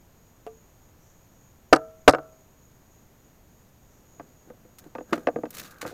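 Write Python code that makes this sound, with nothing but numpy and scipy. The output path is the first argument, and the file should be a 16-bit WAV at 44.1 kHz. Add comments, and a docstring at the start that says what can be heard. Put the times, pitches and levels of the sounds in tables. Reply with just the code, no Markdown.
"""Plastic pipes knocked on a wooden bench

A frame of plastic pipes is patted by hand, stood twice on a bench, then laid down and shifted about.
Pats and knocks are dying sines, the knocks with bursts of noise; rubs, scuffs and rattles are shaped noise.
The two hard knocks overload the input, set the air in the pipes ringing and make a loose part chatter.
A hand scuffs over the bench at the end. Outdoors: quiet air, insects and a thin electronic whine."""
import sys
import numpy as np
from scipy import signal
from scipy.fft import rfft, irfft
from scipy.io import wavfile

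SR = 44100
rng = np.random.default_rng(int(sys.argv[2]) if len(sys.argv) > 2 else 0)


def to_wav(s):
    """Save 16-bit WAV."""
    ch = np.atleast_2d(s).T  # columns
    pcm = np.round(np.clip(ch, -1, 1) * 32767)  # PCM
    wavfile.write(sys.argv[1], SR, pcm.astype(np.int16))


N = 261557  # length of the scene in samples
RING_T = np.arange(SR) / SR  # one second of time steps

# Columns called relative_db give balance only: the sound is scaled again later.
# Colour of the outdoor air: pitch_hz, relative_db (per Hz)
AIR_COLOUR = [(20, -3), (107, -2), (240, -7.5), (320, -11), (620, -14.5), (1000, -18.5), (2000, -25),
              (3500, -30), (5000, -31.5), (9000, -34.5), (16000, -36.5)]
# How long the echo of the yard lasts: pitch_hz, fade_60db_s
YARD_FADE = [(100, 0.94), (400, 0.38), (1400, 0.41), (3000, 0.11), (10000, .1)]
# Rasps of a single insect: middle_s, level_db, length_s
INSECT_RASPS = [(1.072, -71.5, .2), (1.352, -83, 0.094), (3.955, -76, 0.2)]
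# Colour of the far chorus: pitch_hz, relative_db (per Hz)
CHORUS_COLOUR = [(6000, -41.5), (6350, -9), (6550, -2), (6800, 1.5), (7000, -7.5), (7400, -33), (8000, -54.0)]
# Colour of the rasping insect and of a steady faint hiss: pitch_hz, relative_db (per Hz)
RASP_COLOUR = [(4600, -46), (5500, -1.5), (5900, 4), (7300, -1), (8200, -12.0), (9500, -44.0)]

# Pushes along the bench: middle_s, half_length_s, board_rumble_db, wall_hiss_db, skin_hiss_db
# (before the flicker of the grain)
PUSHES = [(4.223, 0.1, -61, -81, -92), (4.486, 0.021, -53, -71, -88), (4.848, 0.036, -53, -67, -73),
          (5.155, 0.062, -51.5, -55.5, -62), (5.332, 0.12, -51, -72, -93), (5.587, 0.061, -53, -70, -52.5),
          (5.733, 0.15, -61, -57, -71), (5.87, 0.035, -43, -47, -61.5)]
# Colour of the rubbed boards: pitch_hz, relative_db (per Hz)
BOARD_COLOUR = [(80, -18), (160, 3), (230, -1), (300, 0), (460, -1.5), (750, -8), (1200, -34), (3000, -45)]
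# Colour of the rubbed pipe wall: pitch_hz, relative_db (per Hz)
WALL_COLOUR = [(600, -20), (1000, -14), (1230, 4.5), (1400, 1), (1620, 6.5), (1900, -27), (2400, -19),
               (6000, -44)]
# Sharp slips of skin and plastic on wood: start_s, level_db (before rise, fade and grain),
# fade_s (to about a third), tilt_db_per_octave
SLIPS = [(4.785, -41, 0.0072, 3.5), (5.127, -24, 0.01, -6), (5.505, -38, 0.0054, 7.5),
         (5.527, -49, 0.0066, 0), (5.539, -42, 0.0073, 2), (5.548, -36.5, 0.0062, 4),
         (5.569, -33.5, 0.0041, 2.5), (5.584, -34, 0.0049, 3.5), (5.596, -31, 0.0062, 1),
         (5.644, -45, 0.026, 0), (5.707, -47.5, .011, 3), (5.812, -33, 0.013, -1),
         (5.862, -42, 0.035, -0.5)]
# Colour of skin and plastic on wood: pitch_hz, relative_db (per Hz)
SLIP_COLOUR = [(530, -60), (900, -12), (1230, 0.5), (2960, -7), (3190, -9), (4050, -5.5), (5040, -10),
               (6480, -7), (8760, -14), (15200, -12), (16000, -48)]
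# Runs of ticks from a loose plastic part: start_s, first_tick_db (before rise and fade)
TICK_RUNS = [(1.7368, -17.5), (1.749, -26.5), (1.7612, -20.5), (2.0876, -12.5), (2.095, -10), (2.1084, -23),
             (2.126, -29.5), (2.1484, -37)]
# Ring of the loose part: pitch_hz, relative_db (per Hz)
LOOSE_PART_COLOUR = [(1500, -27), (3700, -6.5), (5100, 2.5), (6800, -10), (8200, -4.5), (9400, -15),
                     (11000, -10), (13000, -28), (16000, -35.5)]

# Palm pats: start_s, note_db (added to the modes), skin_db (before the slap setting)
PALM_PATS = [(0.4662, -36, -27), (0.473, -64, -27)]
# Notes of the held pipe under a palm: pitch_hz, level_db (before the pat's level), fade_60db_s
HELD_PIPE = [(444, 1.5, 0.24), (698, -1, 0.11), (1180, -14, 0.14), (1700, -18, 0.058)]
# Colour of the skin slap: pitch_hz, relative_db (per Hz)
SKIN_COLOUR = [(200, -18), (500, 13.5), (1200, -7.5), (2000, -12), (3100, -8.5), (3700, -25), (12000, -31)]

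# Knocks and rebounds of the frame lying down: start_s, strength_db (before the body boost),
# hardness_hz (upper corner), most_excited_hz, rebound_delay_s, rebound_db (against the first knock)
LYING_KNOCKS = [(4.197, -28.5, 1450, 880, .007, -5.5), (4.502, -30.5, 1100, 459, 0.033, -16.5),
                (4.651, -40.5, 640, 427, 0.0091, -16), (4.862, -35, 400, 373, .02, -18),
                (4.9516, -22.5, 1830, 910, 0.008388, -11.5), (4.984, -23.5, 1350, 424.9, .024, -2),
                (5.125, -12, 1200, 285, .014, -2), (5.1305, -7.5, 2585, 326, 0.0297, -25),
                (5.178, -23.5, 1400, 342, 0.012, -14), (5.271, -7.5, 1980, 520, 0.014, -3),
                (5.3604, -14, 820, 457, .025, -7), (5.435, -16, 720, 520, 0.029, -16),
                (5.455, -31, 2400, 1570, .006, -11), (5.827, -26, 1975, 424.4, 0.017, -7),
                (5.851, -23, 1400, 450, 0.012, -3.5), (5.913, -35, 880, 412, 0.011, 3)]
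# Pipe and bench when the pipe lies under the hands: pitch_hz (before a small detune), relative_db, fade_60db_s
LYING_MODES = [(166.2, -10, 0.18), (235, -3, 0.11), (302.7, 4.5, 0.072), (394, -13, 0.11),
               (416, -11, 0.064), (487, 0, 0.09), (565, -1.5, 0.051), (640, -7.5, 0.063), (711, 6, 0.03),
               (838, -3, 0.032), (920, -8, 0.057), (1030, -5.5, 0.013), (1224, -1.5, 0.049),
               (1520, -5.5, 0.035), (1583.4, -6, 0.036), (1656, -6, 0.023), (1970, 10, 0.005),
               (2545, -4.5, 0.03)]
# Pipe and bench when the pipe stands upright: pitch_hz (before a small detune), relative_db, fade_60db_s
UPRIGHT_MODES = [(143, -21.5, 0.22), (286, -2, 0.066), (329.4, -7.5, 0.098), (412.8, -0.5, 0.036),
                 (521.3, 2.5, 0.044), (578.5, 0.5, 0.045), (750, -2.5, 0.07), (901, -9.5, 0.056),
                 (1089, -2.5, 0.013), (1240, -3.5, 0.044), (1419.3, -6, 0.04), (1524, -3.5, 0.037),
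                 (1754, -8, 0.016), (1934, -11.5, 0.037), (2230, -7, 0.022), (2760, -0.5, 0.025)]
# Crowded small modes of wall and board: pitch_hz, relative_db (per Hz)
CRACK_COLOUR = [(100, -14), (300, 0), (1600, 2), (2700, -6), (3500, -12.5), (5000, -6.5), (9000, -12),
                (16000, -17)]

# Frame stood on its end: start_s, strength_db (body boost comes on top for the blows),
# lightness_hz (lower corner), seating_most_excited_hz, air_ring_db (added to the air modes),
# air_tilt_db_per_octave, first_flight_s, first_bounce_db (before edge and body levels)
FRAME_STANDS = [(1.7265, 1, 199.4, 1420, -26.5, -1.5, .0313, -14),
                (2.0775, 8, 174.4, 511.3, -28.5, 4, .0574, -8)]
# Each landing touches with the rim, seats flat, then settles:
# delay_s, level_db (against the strength), hardness_hz (upper corner)
LANDING_STEPS = [(0, 1.5, 1099), (.0029, 5.5, 2996), (0.011, -12.5, 2110)]
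# The two edges of the rim: delay_share (of the first flight), level_db (against the bounce),
# change_per_bounce_db, most_excited_hz
RIM_EDGES = [(0, -1.5, -23.5, 857), (0.221, -3, -12.5, 1400)]
# Air columns inside the open pipes: pitch_hz, level_db (before the ring's level and tilt), fade_60db_s
PIPE_AIR = [(454, -5, 0.44), (641, -1.5, 0.57), (1334, -9.5, 0.44), (1690, -19.5, .2)]
# The deck under a landing: pitch_hz, level_db (before the landing's strength), fade_60db_s
DECK_MODES = [(35.25, -31, .071), (98, -26, .08)]

AIR_LEVEL_DB = -57
WHINE_HZ, WHINE_BUZZ_HZ = 13364, 41
CHORUS_PER_S, CHORUS_CREST_S = 3.35, .268
CHORUS_DB, CHORUS_SWING_DB, CHORUS_DRIFT_DB = -70.5, 2.5, -1.4
TICK_GAP_S, TICK_JITTER, TICK_LOSS_DB = .0035, 0.24, -9
REBOUND_LIFT, REBOUND_HARDNESS = 1.22, 0.58  # a rebound favours higher modes and is a little softer
LIGHT_HZ, LIGHT_AT_HZ, LIGHT_POWER = 236, 450, 0.49  # the higher a knock is pitched, the more bass it loses
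RIM_HZ, SETTLE_HZ = 500, 1358  # most excited by the first touch and by the settling
BOUNCE_HARD_HZ, BOUNCE_SOFTENING = 1250, 0.65  # upper corner of the first bounce, its factor per bounce
BOUNCE_LIGHT_HZ = 380  # lower corner of every bounce
BOUNCE_KEEP = .635  # each flight lasts this share of the one before
EDGE_HZ = 16200  # upper limit of the sound


def gain_of(db):
    """Turns decibels into amplitude."""
    return 10 ** (np.asarray(db) / 20)


def evened(x):
    """Scales a sound to rms 1."""
    return x / np.sqrt(np.mean(x ** 2) + 1e-20)


def read(points, hz):
    """Reads a table between its points, on a log-frequency axis."""
    f, value = np.transpose(points)
    return np.interp(np.log(hz + 1), np.log(f + 1), value)


def add(mix, s, sound):
    """Mixes a sound in at time s."""
    part = mix[round(s * SR):][:len(sound)]
    part += sound[:len(part)]


def noise(colour, size, tilt_db=0):
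    """Noise of rms 1 with a given colour, tilted in dB per octave."""
    hz = np.fft.rfftfreq(size, 1 / SR)
    shape = gain_of(read(colour, hz) + tilt_db * np.log2(hz + 1))
    return evened(irfft(rfft(rng.standard_normal(size)) * shape, size))


def wander(hz):
    """Smooth random movement of rms 1, with nothing faster than hz."""
    slow = np.fft.rfftfreq(N, 1 / SR) < hz
    return evened(irfft(rfft(rng.standard_normal(N)) * slow, N))


def filtered(x, hz, kind, order=2):
    """Low-pass or high-pass filter that only looks back in time."""
    return signal.sosfilt(signal.butter(order, min(hz, .45 * SR), kind, fs=SR, output="sos"), x)


def ring(modes, spread_db=0):
    """Dying sines, the weight of each shifted by chance if a spread is given."""
    hz, db, t60 = np.transpose(modes)[:, :, None]
    t = RING_T[RING_T < 1.2 * t60.max()]
    sign = (-1) ** (np.arange(len(hz))[:, None] // 2)
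    weight = sign * gain_of(db + spread_db * rng.standard_normal(hz.shape))
    fade = gain_of(-60 * t / t60)
    return (weight * fade * np.sin(2 * np.pi * hz * t)).sum(0)


def background(whine_db=-72):
    """Quiet outdoor air as noise, and a high whine that buzzes as its sign flips."""
    t = np.arange(N) / SR
    # odd harmonics add up to a rounded square wave
    flips = sum(np.sin(2 * np.pi * k * WHINE_BUZZ_HZ * t) / k for k in range(1, 12, 2))
    whine = evened(flips * np.sin(2 * np.pi * WHINE_HZ * t + .5 * wander(6)))
    return gain_of(AIR_LEVEL_DB) * noise(AIR_COLOUR, N) + gain_of(whine_db) * whine


def insects(flutter_db=0.82, hiss_db=-76.5):
    """A far chorus swells about three times a second; one insect rasps now and then over a faint hiss."""
    beat = np.cos(2 * np.pi * CHORUS_PER_S * (np.arange(N) / SR - CHORUS_CREST_S))
    swell = gain_of(CHORUS_DB + CHORUS_SWING_DB * beat + CHORUS_DRIFT_DB * wander(2))
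    chorus = swell * noise(CHORUS_COLOUR, N) * gain_of(flutter_db * wander(60))
    rasp = np.zeros(N)
    for s, db, length_s in INSECT_RASPS:
        add(rasp, s - length_s / 2, gain_of(db) * signal.windows.tukey(round(length_s * SR), .7))
    return chorus + (rasp + gain_of(hiss_db)) * noise(RASP_COLOUR, N)


def yard(x):
    """Faint scatter from deck, tree and houses: a noise tail whose treble dies first."""
    hz, t, z = signal.stft(rng.standard_normal(SR), SR, nperseg=256)
    fade = gain_of(-60 * t / read(YARD_FADE, hz)[:, None])
    tail = signal.istft(z * fade, SR, nperseg=256)[1]
    tail = filtered(tail[:SR], 1800, "low") * (1 - np.exp(-RING_T / 0.014))
    return signal.fftconvolve(x, tail / np.linalg.norm(tail))[:N]


def slides(grain_db=3.0, catch_db=6.5, catch_hz=90, skin_tilt_db=1.0):
    """Each push rubs the boards and the pipe wall, while the hand catches and slips on the wood."""
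    t = np.arange(N) / SR
    boards, wall = noise(BOARD_COLOUR, N), noise(WALL_COLOUR, N)
    skin = noise(SLIP_COLOUR, N, skin_tilt_db) * gain_of(catch_db * wander(catch_hz))
    out = np.zeros(N)
    for s, half_s, board_db, wall_db, skin_db in PUSHES:
        speed = np.exp(-np.minimum(((t - s) / half_s) ** 2, 20))  # swells and fades
        out += speed * (gain_of(board_db) * boards + gain_of(wall_db) * wall + gain_of(skin_db) * skin)
    return out * gain_of(grain_db * wander(440))


def scuffs(rise_s=0.0012, grain_db=2.5):
    """Short slips as bursts of noise, made grainy by a fast flicker of the level."""
    out, t = np.zeros(N), RING_T[:8192]
    for s, db, fade_s, tilt_db in SLIPS:
        shape = (1 - np.exp(-t / rise_s)) * np.exp(-t / fade_s)
        add(out, s, gain_of(db) * noise(SLIP_COLOUR, len(t), tilt_db) * shape)
    return out * gain_of(grain_db * wander(410))


def chatter(rise_s=0.00053, fade_s=0.0012, count=3):
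    """A loose part, thrown up by the hard blows, bounces in quick, dying runs of bright ticks."""
    out, t = np.zeros(N), RING_T[:1024]
    shape = (1 - np.exp(-t / rise_s)) * np.exp(-t / fade_s)
    for s, db in TICK_RUNS:
        for k in range(count):
            tick = noise(LOOSE_PART_COLOUR, len(t)) * shape
            add(out, s, gain_of(db + k * TICK_LOSS_DB) * tick)
            s = s + TICK_GAP_S * np.exp(TICK_JITTER * rng.standard_normal())
    return out


def pats(slap_db=-12, slap_t60=0.038):
    """A palm taps the pipe: a small slap of skin (noise) and a soft, hollow note (dying sines)."""
    out, t = np.zeros(N), RING_T[:4096]
    for s, db, skin_db in PALM_PATS:
        add(out, s, gain_of(db) * ring(HELD_PIPE))
        slap = gain_of(skin_db + slap_db - 60 * t / slap_t60) * noise(SKIN_COLOUR, len(t))
        add(out, s, slap)
    return filtered(out, 210, "high")


def contact(modes, hard_hz, light_hz, main_hz, main_db, crack_db, crack_t60, detune, snap_t60):
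    """One blow of unit energy: a soft contact loses treble, a light one loses bass."""
    hz, db, t60 = np.transpose(modes)
    db = db + main_db * np.exp(-(np.log2(hz / main_hz) / 0.24) ** 2)  # the struck spot favours some modes
    hz = hz * (1 + detune * rng.standard_normal(len(hz)))  # each blow's modes are detuned a little by chance
    body = ring(np.transpose([hz, db, t60]), spread_db=2.44)
    t = RING_T[:len(body)]
    crack = gain_of(crack_db) * noise(CRACK_COLOUR, len(t))
    # the bright snap has its own, shorter fade than the low crack
    body = body + filtered(crack, 1900, "low", order=6) * gain_of(-60 * t / crack_t60)
    body = body + filtered(crack, 2200, "high", order=6) * gain_of(5 - 60 * t / snap_t60)
    body = filtered(body, hard_hz, "low")
    body = filtered(body, light_hz, "high", order=1)
    body = filtered(body, 47, "high")  # keeps deep bass out of the blow
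    return body / np.linalg.norm(body)


def knocks(body_db=17):
    """Damped, hollow knocks of the fittings on the boards, each followed by a softer rebound."""
    out = np.zeros(N)
    for s, db, hard_hz, main_hz, rebound_s, rebound_db in LYING_KNOCKS:
        first = (s, db, hard_hz, main_hz)
        rebound = (s + rebound_s, db + rebound_db, hard_hz * REBOUND_HARDNESS, main_hz * REBOUND_LIFT)
        for at, strength, hard, main in (first, rebound):
            light = LIGHT_HZ * (main / LIGHT_AT_HZ) ** LIGHT_POWER
            blow = contact(LYING_MODES, hard, light, main, main_db=9.0, crack_db=1.5,
                           crack_t60=0.055, detune=0.021, snap_t60=0.031)
            add(out, at, gain_of(strength + body_db) * blow)
    return out


def stands(body_db=17, count=2):
    """The end of the frame hits the bench and bounces; the deck thumps and the air in the pipes sings on."""
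    out = np.zeros(N)
    for s, db, light_hz, seat_hz, air_db, air_tilt_db, flight_s, bounce_db in FRAME_STANDS:
        blows = []
        for (delay, step_db, hard), main in zip(LANDING_STEPS, (RIM_HZ, seat_hz, SETTLE_HZ)):
            blows.append((s + delay, db + step_db, hard, light_hz, main))
        lands = s
        for k in range(count):
            lands = lands + flight_s * BOUNCE_KEEP ** k
            hard = BOUNCE_HARD_HZ * BOUNCE_SOFTENING ** k
            for share, edge_db, change_db, main in RIM_EDGES:
                strength = bounce_db + edge_db + k * change_db
                blows.append((lands + share * flight_s, strength, hard, BOUNCE_LIGHT_HZ, main))
        for at, strength, hard, light, main in blows:
            blow = contact(UPRIGHT_MODES, hard, light, main, main_db=7.0, crack_db=4.5,
                           crack_t60=0.052, detune=0.015, snap_t60=.026)
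            add(out, at, gain_of(strength + body_db) * blow)
        # the tilt turns around the second air note
        air = [(hz, mode_db + air_tilt_db * np.log2(hz / PIPE_AIR[1][0]), t60) for hz, mode_db, t60 in PIPE_AIR]
        add(out, s, gain_of(air_db) * ring(air))
        add(out, s, gain_of(db) * ring(DECK_MODES))
    return out


def scene():
    """All sources at one close microphone, with the yard answering the near ones."""
    near = stands() + knocks() + pats() + chatter() + scuffs() + slides()
    return (near + gain_of(-44.5) * yard(near) + insects() + background())[None]


def record(dry, ceiling=0.68):
    """The input overloads, flattening peaks above the ceiling; then the highest treble is cut."""
    clipped = np.clip(dry, -ceiling, ceiling)
    low_pass = signal.firwin(511, EDGE_HZ, window=("kaiser", 9), fs=SR)
    return signal.oaconvolve(clipped, low_pass[None], "same")


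dry = scene()
out = record(dry)
to_wav(out)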